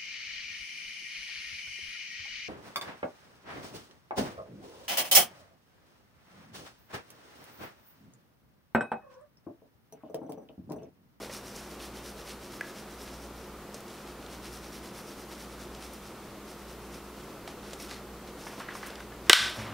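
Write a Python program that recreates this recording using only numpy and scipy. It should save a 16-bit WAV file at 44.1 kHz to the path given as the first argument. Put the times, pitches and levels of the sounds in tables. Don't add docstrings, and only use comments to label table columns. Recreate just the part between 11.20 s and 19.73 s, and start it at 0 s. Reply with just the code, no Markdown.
import sys
import numpy as np
from scipy import signal
from scipy.io import wavfile
from scipy.ndimage import uniform_filter1d

SR = 44100
rng = np.random.default_rng(int(sys.argv[2]) if len(sys.argv) > 2 else 0)


def int16_out(signal):
    q = np.round(np.clip(np.atleast_2d(signal).T, -1, 1) * 32767)
    wavfile.write(sys.argv[1], SR, q.astype(np.int16))


def convert_level_to_amplitude(level_db):
    exponent = np.asarray(level_db, float) / 20
    return 10 ** exponent


N = 376173


def evened(x):
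    return x / np.sqrt(np.mean(x ** 2) + 1e-20)


def read(points, hz):
    f, value = np.transpose(points)
    return np.interp(np.log(hz + 1), np.log(f + 1), value)


def add(mix, start_s, sound):
    part = mix[round(start_s * SR):][:len(sound)]
    part += sound[:len(part)]


def resonate(x, hz, width_hz):
    q = max(hz / width_hz, .3)
    return signal.lfilter(*signal.iirpeak(min(hz, .45 * SR), q, SR), x)


def resonate_twice(x, hz, width_hz):
    return resonate(resonate(x, hz, width_hz), hz, width_hz)


def ring(modes, seconds, soft_s=0.0009, sag=0):
    t = np.arange(round(seconds * SR)) / SR
    bent = t + sag * 0.019 * (1 - np.exp(-t / 0.017))
    tones = sum(convert_level_to_amplitude(db - 60 * t / t60) * np.sin(2 * np.pi * hz * bent) for hz, db, t60 in modes)
    return (1 - np.exp(-t / soft_s)) * tones


def noise(spectrum, patchy_db, channels=1):
    hz = np.fft.rfftfreq(2048, 1 / SR)
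    real, imag, patches = rng.standard_normal((N // 512 + 5, 1025, channels, 3)).T
    patches = uniform_filter1d(patches, 20, 1)
    patches = evened(uniform_filter1d(patches, 6, 2))
    z = (real + 1j * imag) * convert_level_to_amplitude(read(spectrum, hz)[:, None] + patchy_db * patches)
    return evened(signal.istft(z, nperseg=2048, noverlap=1536)[1][:, :N])


# pitch in Hz, rms level in dB, start phase in turns.
HUM_TONES = [(60.0, -56.5, .3), (59.17, -61.5, 0), (120, -67, .1), (118.34, -66, .4), (153.8, -64, .2),
             (205.1, -56, .3), (354.9, -61, .1), (359.9, -64, .7)]


def hum():
    t = np.arange(N) / SR
    return sum(np.sqrt(2) * convert_level_to_amplitude(db) * np.cos(2 * np.pi * (hz * t + turns)) for hz, db, turns in HUM_TONES)


# frequency in Hz, density in dB per Hz.
AIR_SPECTRUM = [(15, -55), (25, -35), (49, 0), (72, -8.5), (87, -32), (110, -11.5), (180, -4.5), (330, -2),
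                (480, -4), (680, -8.5), (1000, -10), (1330, -10), (1600, -16), (4500, -25), (16000, -42.5)]


def air():
    return convert_level_to_amplitude(-46.5) * noise(AIR_SPECTRUM, patchy_db=-0.15)[0]


# frequency in Hz, density in dB per Hz.
HISS_SPECTRUM = [(18, -31), (30, -3.5), (1130, -10.5), (1320, -11), (1810, -7), (5310, -7.5), (16000, -8)]


def hiss():
    return convert_level_to_amplitude(-55.5) * noise(HISS_SPECTRUM, patchy_db=1.5, channels=2)


# start in seconds, peak in dB, ring in Hz, rub in dB above the ring.
TAP_EVENTS = [(.017, -35, 480, -17), (.032, -33, 513, -11), (.058, -36, 500, -10), (.096, -34, 510, -16),
              (0.097, -40.5, 1720, -3), (0.601, -43, 2660, -5), (1.41, -38, 550, -9), (2.543, -37, 504, -9),
              (6.276, -41.5, 483, 5), (6.532, -32, 530, -21), (6.71, -42, 1370, 1.5),
              (6.599, -41, 2240, -11), (7.266, -41, 870, 1), (7.27, -38, 1820, -6), (7.331, -43.5, 900, 4),
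              (7.401, -36.5, 1090, 2.5), (7.403, -41, 1800, -2.5), (7.485, -39.5, 910, 1),
              (7.487, -28, 1685, -17), (7.55, -35.5, 930, -3), (7.629, -37, 990, 1.5),
              (7.631, -37, 1640, -4), (7.704, -39, 442, -1), (7.803, -35, 1470, -9), (7.92, -41, 1500, -5)]


def taps():
    out, t = np.zeros(N), np.arange(2500) / SR
    t60 = .03
    grits = rng.standard_normal((len(TAP_EVENTS), 2500))
    for (s, db, hz, rub_db), grit in zip(TAP_EVENTS, grits):
        modes = [(hz, -1, t60), (1.15 * hz, -4, 1.3 * t60), (1.33 * hz, -5, 0.078 * t60)]
        rub = evened(resonate_twice(grit, hz, hz)) * convert_level_to_amplitude(rub_db - 60 * t / (2.1 * t60))
        add(out, s, convert_level_to_amplitude(db) * (ring(modes, 2500 / SR) + rub))
    return out


# frequency in Hz, t60 in seconds.
ROOM_T60 = [(300, 1), (1500, 0.38), (4000, 0.42), (9000, 0.35), (15000, 0.32)]


def kitchen(x):
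    echoes = np.zeros(SR)
    at = np.arange(200, SR - 20, 20)
    echoes[at + rng.integers(0, 20, len(at))] = rng.choice([-1., 1.], len(at))
    hz, t, z = signal.stft(echoes, SR, nperseg=256)
    decay = convert_level_to_amplitude(-60 * t / read(ROOM_T60, hz)[:, None])
    tail = signal.istft(z * decay, SR, nperseg=256)[1]
    return signal.fftconvolve(x, tail / np.linalg.norm(tail))[:N]


# out stroke in seconds, lag of the return in seconds, out in dB, return in dB.
SHAKE_EVENTS = [(0.037, 0.11, -49.5, -49), (.277, 0.096, -54.5, -56), (.521, .114, -55, -49.5),
                (.772, 0.1, -51, -52), (.999, .096, -53, -47.5), (1.244, 0.1, -55.5, -55.5),
                (1.482, 0.1, -53, -52.5), (1.718, 0.1, -56.5, -54), (1.937, 0.096, -57, -61),
                (2.177, 0.062, -61, -63), (2.804, 0.084, -56.5, -55), (3.03, 0.1, -58.5, -53),
                (3.26, 0.086, -51.5, -54), (3.451, .097, -55, -54), (3.66, 0.12, -54, -52.5),
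                (3.913, 0.09, -56.5, -56), (4.125, 0.088, -52.5, -52.5), (4.322, 0.097, -56.5, -54),
                (4.55, 0.091, -59, -51.5), (4.742, 0.12, -58, -57), (4.974, 0.066, -66, -65),
                (5.303, 0.1, -56.5, -65), (5.51, 0.14, -58, -64), (5.747, .142, -55, -72),
                (5.993, .107, -58.5, -60.5)]
# time in seconds, share in dB.
WALL_SHARE = [(0, -2), (.3, 4.5), (.75, -5), (.9, 1), (1.1, -6), (1.3, 2.5), (1.55, -4.5), (2.05, 4),
              (2.85, -9), (3.1, -5.5), (3.35, 1), (3.9, -1.5), (4.2, -2), (4.6, -4), (4.8, -3), (5.3, 2.5),
              (5.75, 0), (6.1, -6)]
# centre in seconds, level in dB, wall share in dB,
# width in seconds.
SLIP_EVENTS = [(.4, -56, 0, 0.11), (1.882, -51, -14, 0.035), (2.56, -58, 0, 0.044), (2.727, -56.5, -4, .08),
               (3.88, -63.5, 10, 0.043), (4.74, -66, 7, .035), (6.04, -62.5, 3, 0.018),
               (6.295, -52.5, -9, 0.038), (6.46, -56, -5, 0.058), (6.505, -58, -4, .05),
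               (6.536, -57, -3, .034), (6.625, -51, 3, .05), (6.715, -49, -9, 0.057),
               (6.755, -53.5, -13, .05), (7.083, -56, -8, 0.027), (7.215, -55.5, 1, 0.052),
               (7.269, -57.5, 6.5, 0.039), (7.332, -57.5, 1, 0.044), (7.397, -55, 0, .04),
               (7.565, -57.5, 9, 0.037), (7.62, -58, 0, .05), (7.667, -57, -1, .057), (7.71, -66, -8, .05),
               (7.758, -63, -8, .032), (7.808, -61, 0, .04), (8.07, -56, -6, .031), (8.36, -58.5, 8.5, .04),
               (8.41, -60.5, 10, 0.055)]


def strokes():
    out_width_s, return_width_s = 0.049, 0.055
    return_wall_db = 2.5
    out_s, lag_s, out_db, return_db = np.transpose(SHAKE_EVENTS)
    when, wall_db = np.transpose(WALL_SHARE)
    out = [(s, db, np.interp(s, when, wall_db), out_width_s) for s, db in zip(out_s, out_db)]
    back = [(s, db, np.interp(s, when, wall_db) + return_wall_db, return_width_s)
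            for s, db in zip(out_s + lag_s, return_db)]
    return [*out, *back, *SLIP_EVENTS]


def grains(per_s, spread_db):
    hit, size, sign = rng.random((N, 3)).T
    return (hit < per_s / SR) * convert_level_to_amplitude(-spread_db * np.log(size + 0.0092)) * np.sign(sign - .5)


# centre in Hz, width in Hz, level in dB.
HEAP_BODY = [(1500, 3200, 12), (2800, 3900, 6), (4000, 2100, -1.5), (7000, 4300, -23)]
# centre in Hz, width in Hz, level in dB.
JAR_BODY = [(5250, 3800, -8), (5540, 1100, 2), (6640, 6100, -19)]
# centre in Hz, width in Hz, level in dB.
FIZZ_BODY = [(9500, 1900, 8), (10840, 1800, 4.5), (12400, 5000, 6)]


def rustle(body, per_s, trim_db):
    powder = grains(per_s, spread_db=4.0)
    colour = sum(convert_level_to_amplitude(db) * resonate_twice(powder, hz, 1.34 * width_hz) for hz, width_hz, db in body)
    return convert_level_to_amplitude(trim_db) * evened(colour)


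def shaking():
    t = np.arange(0, N, 32) / SR
    lean = 0.83
    power = 1e-10
    for s, db, wall_db, width_s in strokes():
        u = (t - s) / width_s
        rush = np.exp(-2.8 * np.where(u < 0, u / lean, u) ** 2)
        fizz_db = -4.5 + 0.81 * wall_db
        power = power + rush * convert_level_to_amplitude(2 * (db + np.array([[0], [wall_db], [fizz_db]])))
    heap, jar, fizz = [np.interp(np.arange(N) / SR, t, level) for level in np.sqrt(power)]
    out = heap * rustle(HEAP_BODY, per_s=4000, trim_db=1.5)
    out += jar * rustle(JAR_BODY, per_s=3500, trim_db=-2.5)
    return out + fizz * rustle(FIZZ_BODY, per_s=4000, trim_db=.3)


def bursts(rows, rise_s, spread):
    out, t = np.zeros(N), np.arange(9000) / SR
    for (s, db, hz, t60), grit in zip(rows, rng.standard_normal((len(rows), 9000))):
        burst = evened(resonate_twice(grit, hz, spread * hz))
        add(out, s, burst * convert_level_to_amplitude(db - 60 * t / t60) * np.minimum(t / rise_s, 1))
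    return out


# start in seconds, starting rms in dB, centre in Hz, t60 in seconds.
CLICK_EVENTS = [(.361, -41, 6000, .04), (1.409, -42, 6000, 0.023), (2.543, -40.5, 6000, 0.047),
                (2.544, -46, 2500, .03), (2.605, -44, 8000, .015), (2.68, -47.5, 5000, .04),
                (3.063, -44, 3500, 0.024), (4.548, -42.5, 4000, .03), (4.733, -47, 12000, .08),
                (6.275, -36, 2300, .022), (6.276, -45, 6000, .036), (6.508, -45, 5000, 0.027),
                (6.532, -39.5, 2500, .027), (6.533, -41.5, 6500, 0.036), (6.599, -45, 6000, .04),
                (6.7105, -33, 3300, .02), (7.074, -49, 4000, .04), (7.396, -42, 4500, .027),
                (7.4, -44, 2100, 0.027), (7.486, -51, 2200, 0.027), (7.551, -46, 5000, .04),
                (7.664, -37.5, 9500, .012), (7.669, -42, 10000, .043), (7.703, -39, 3500, .013),
                (7.755, -38.5, 3500, .018), (7.803, -40, 2200, .02), (8.278, -40, 9000, .012),
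                (8.298, -37, 9500, .012), (8.311, -42, 8000, .012)]


def clicks():
    return bursts(CLICK_EVENTS, rise_s=0.00083, spread=1.15)


# start in seconds, peak in dB.
NAIL_KNOCK = (1.4097, -18)
# pitch in Hz, level in dB, t60 in seconds.
SHELL_MODES = [(1685, 0, .021), (1960, 3, .009), (2300, -3, .007)]


def nail_knock():
    out = np.zeros(N)
    start_s, peak_db = NAIL_KNOCK
    add(out, start_s, convert_level_to_amplitude(peak_db) * ring(SHELL_MODES, .06))
    return out


# start in seconds, starting rms in dB, centre in Hz, t60 in seconds.
SCUFF_EVENTS = [(1.42, -47.5, 1900, 0.18), (7.165, -40, 350, 0.12), (7.37, -38, 350, 0.2),
                (7.27, -50, 1500, 0.96), (7.402, -46.5, 1390, .65), (7.49, -42, 1370, .38),
                (7.555, -48.5, 1300, .61), (7.635, -45.5, 1500, 1), (8.06, -45, 1300, .3),
                (8.345, -42, 746, 0.85), (8.377, -42.5, 1800, .99), (8.45, -42.5, 1000, .8)]


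def scuffs():
    return bursts(SCUFF_EVENTS, rise_s=0.017, spread=1.37)


# start in seconds, blow in dB, burst t60 in seconds, tilt in dB per octave,
# low thud in dB.
SNAP_EVENTS = [
    (8.0966, 10, .011, .8, 1.5),
    (8.0986, 5.5, .01, -.3, 1.5),
    (8.1049, -1.5, .043, -2, -3),
    (8.1311, 11.5, .009, .3, -10),
]
# centre in Hz, width in Hz, level in dB.
LID_MODES = [(380, 180, -1), (700, 340, -1.5), (1180, 170, 1.5), (1550, 450, 2.5), (2140, 720, 3),
             (2710, 710, 4), (3500, 1020, 3), (5500, 910, -2.5), (7550, 2700, -10), (12200, 8300, -26)]


def lid():
    out, t = np.zeros((2, N)), np.arange(3000) / SR
    cracks = rng.standard_normal((len(SNAP_EVENTS), 3000))
    for (s, db, t60, tilt_db, thud_db), crack in zip(SNAP_EVENTS, cracks):
        push = 1. * (t == 0)
        direct = (crack + 1.35 * push) * convert_level_to_amplitude(-60 * t / t60)
        for heard, drive in zip(out, (direct, push)):
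            blow = 0
            for k, (hz, width_hz, mode_db) in enumerate(LID_MODES):
                gain = convert_level_to_amplitude(mode_db + tilt_db * np.log2(hz / 3000) + thud_db * (hz < 900))
                blow = blow + (-1) ** k * gain * resonate(drive, hz, width_hz)
            add(heard, s, convert_level_to_amplitude(db) * 0.098 * evened(blow))
    return out


# pitch in Hz, level in dB, t60 in seconds.
PAN_MODES = [(1550, -4, 0.36), (1512, 2, 0.38), (1541, 0.5, 0.38), (1520, 2, 0.43), (1633, -1, 0.42),
             (1945, -4, .35), (3030, -7, 0.29), (3300, -9, 0.37), (3620, -3, 0.4), (3830, -3, 0.42)]


def pan():
    out = np.zeros(N)
    for s, db, *_ in SNAP_EVENTS:
        add(out, s, convert_level_to_amplitude(db - 35.0) * ring(PAN_MODES, .43, soft_s=0.0037))
    return out


# start in seconds, level in dB.
SETDOWN_EVENTS = [
    (8.2, -40.5),
    (8.374, -35),
    (8.447, -40),
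    (8.495, -43),
]
# pitch in Hz, level in dB, t60 in seconds.
COUNTER_MODES = [(104, 3, 0.28), (137, -4, 0.21), (208.4, 1, 0.27), (266, 0, 0.12), (514, -3, 0.11)]


def counter():
    out = np.zeros(N)
    for s, db in SETDOWN_EVENTS:
        add(out, s, convert_level_to_amplitude(db) * ring(COUNTER_MODES, .4, soft_s=0.0089, sag=0.19))
    return out


def scene():
    powder = shaking()
    knocks = taps() + clicks() + nail_knock()
    snap, push = lid()
    sent = convert_level_to_amplitude(-11) * powder + convert_level_to_amplitude(-9) * knocks + convert_level_to_amplitude(-9) * push
    wet = kitchen(signal.lfilter(*signal.butter(3, 950, "high", fs=SR), sent))
    mono = hum() + air() + knocks + powder + scuffs() + snap + pan() + counter() + wet
    return np.array([mono, mono])


def roll_off(x):
    return signal.sosfilt(signal.butter(12, 16610, fs=SR, output="sos"), x)


def record(dry):
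    x = dry + hiss()
    edge_hz, recovery_db_per_s, threshold_db = 15740, 100., -20
    band_limit = signal.firwin(1001, edge_hz, window=("kaiser", 9), fs=SR)
    x = signal.oaconvolve(x, band_limit[None], "same")
    power = signal.lfilter([.004], [1, -.996], x[0] ** 2)
    power_db = 10 * np.log10(abs(power) + 1e-12)
    power_db = np.minimum(power_db, -8)
    fall_db = np.arange(N) * recovery_db_per_s / SR
    held_db = np.maximum.accumulate(power_db + fall_db) - fall_db
    over_db = np.maximum(held_db - threshold_db, 0)
    x = x / convert_level_to_amplitude(.85 * over_db)
    x = x * np.minimum(np.arange(N) / (0.00094 * SR), 1)
    mix = np.clip(x, -.99, .99)
    return roll_off(mix)


dry = scene()
out = record(dry)
int16_out(out)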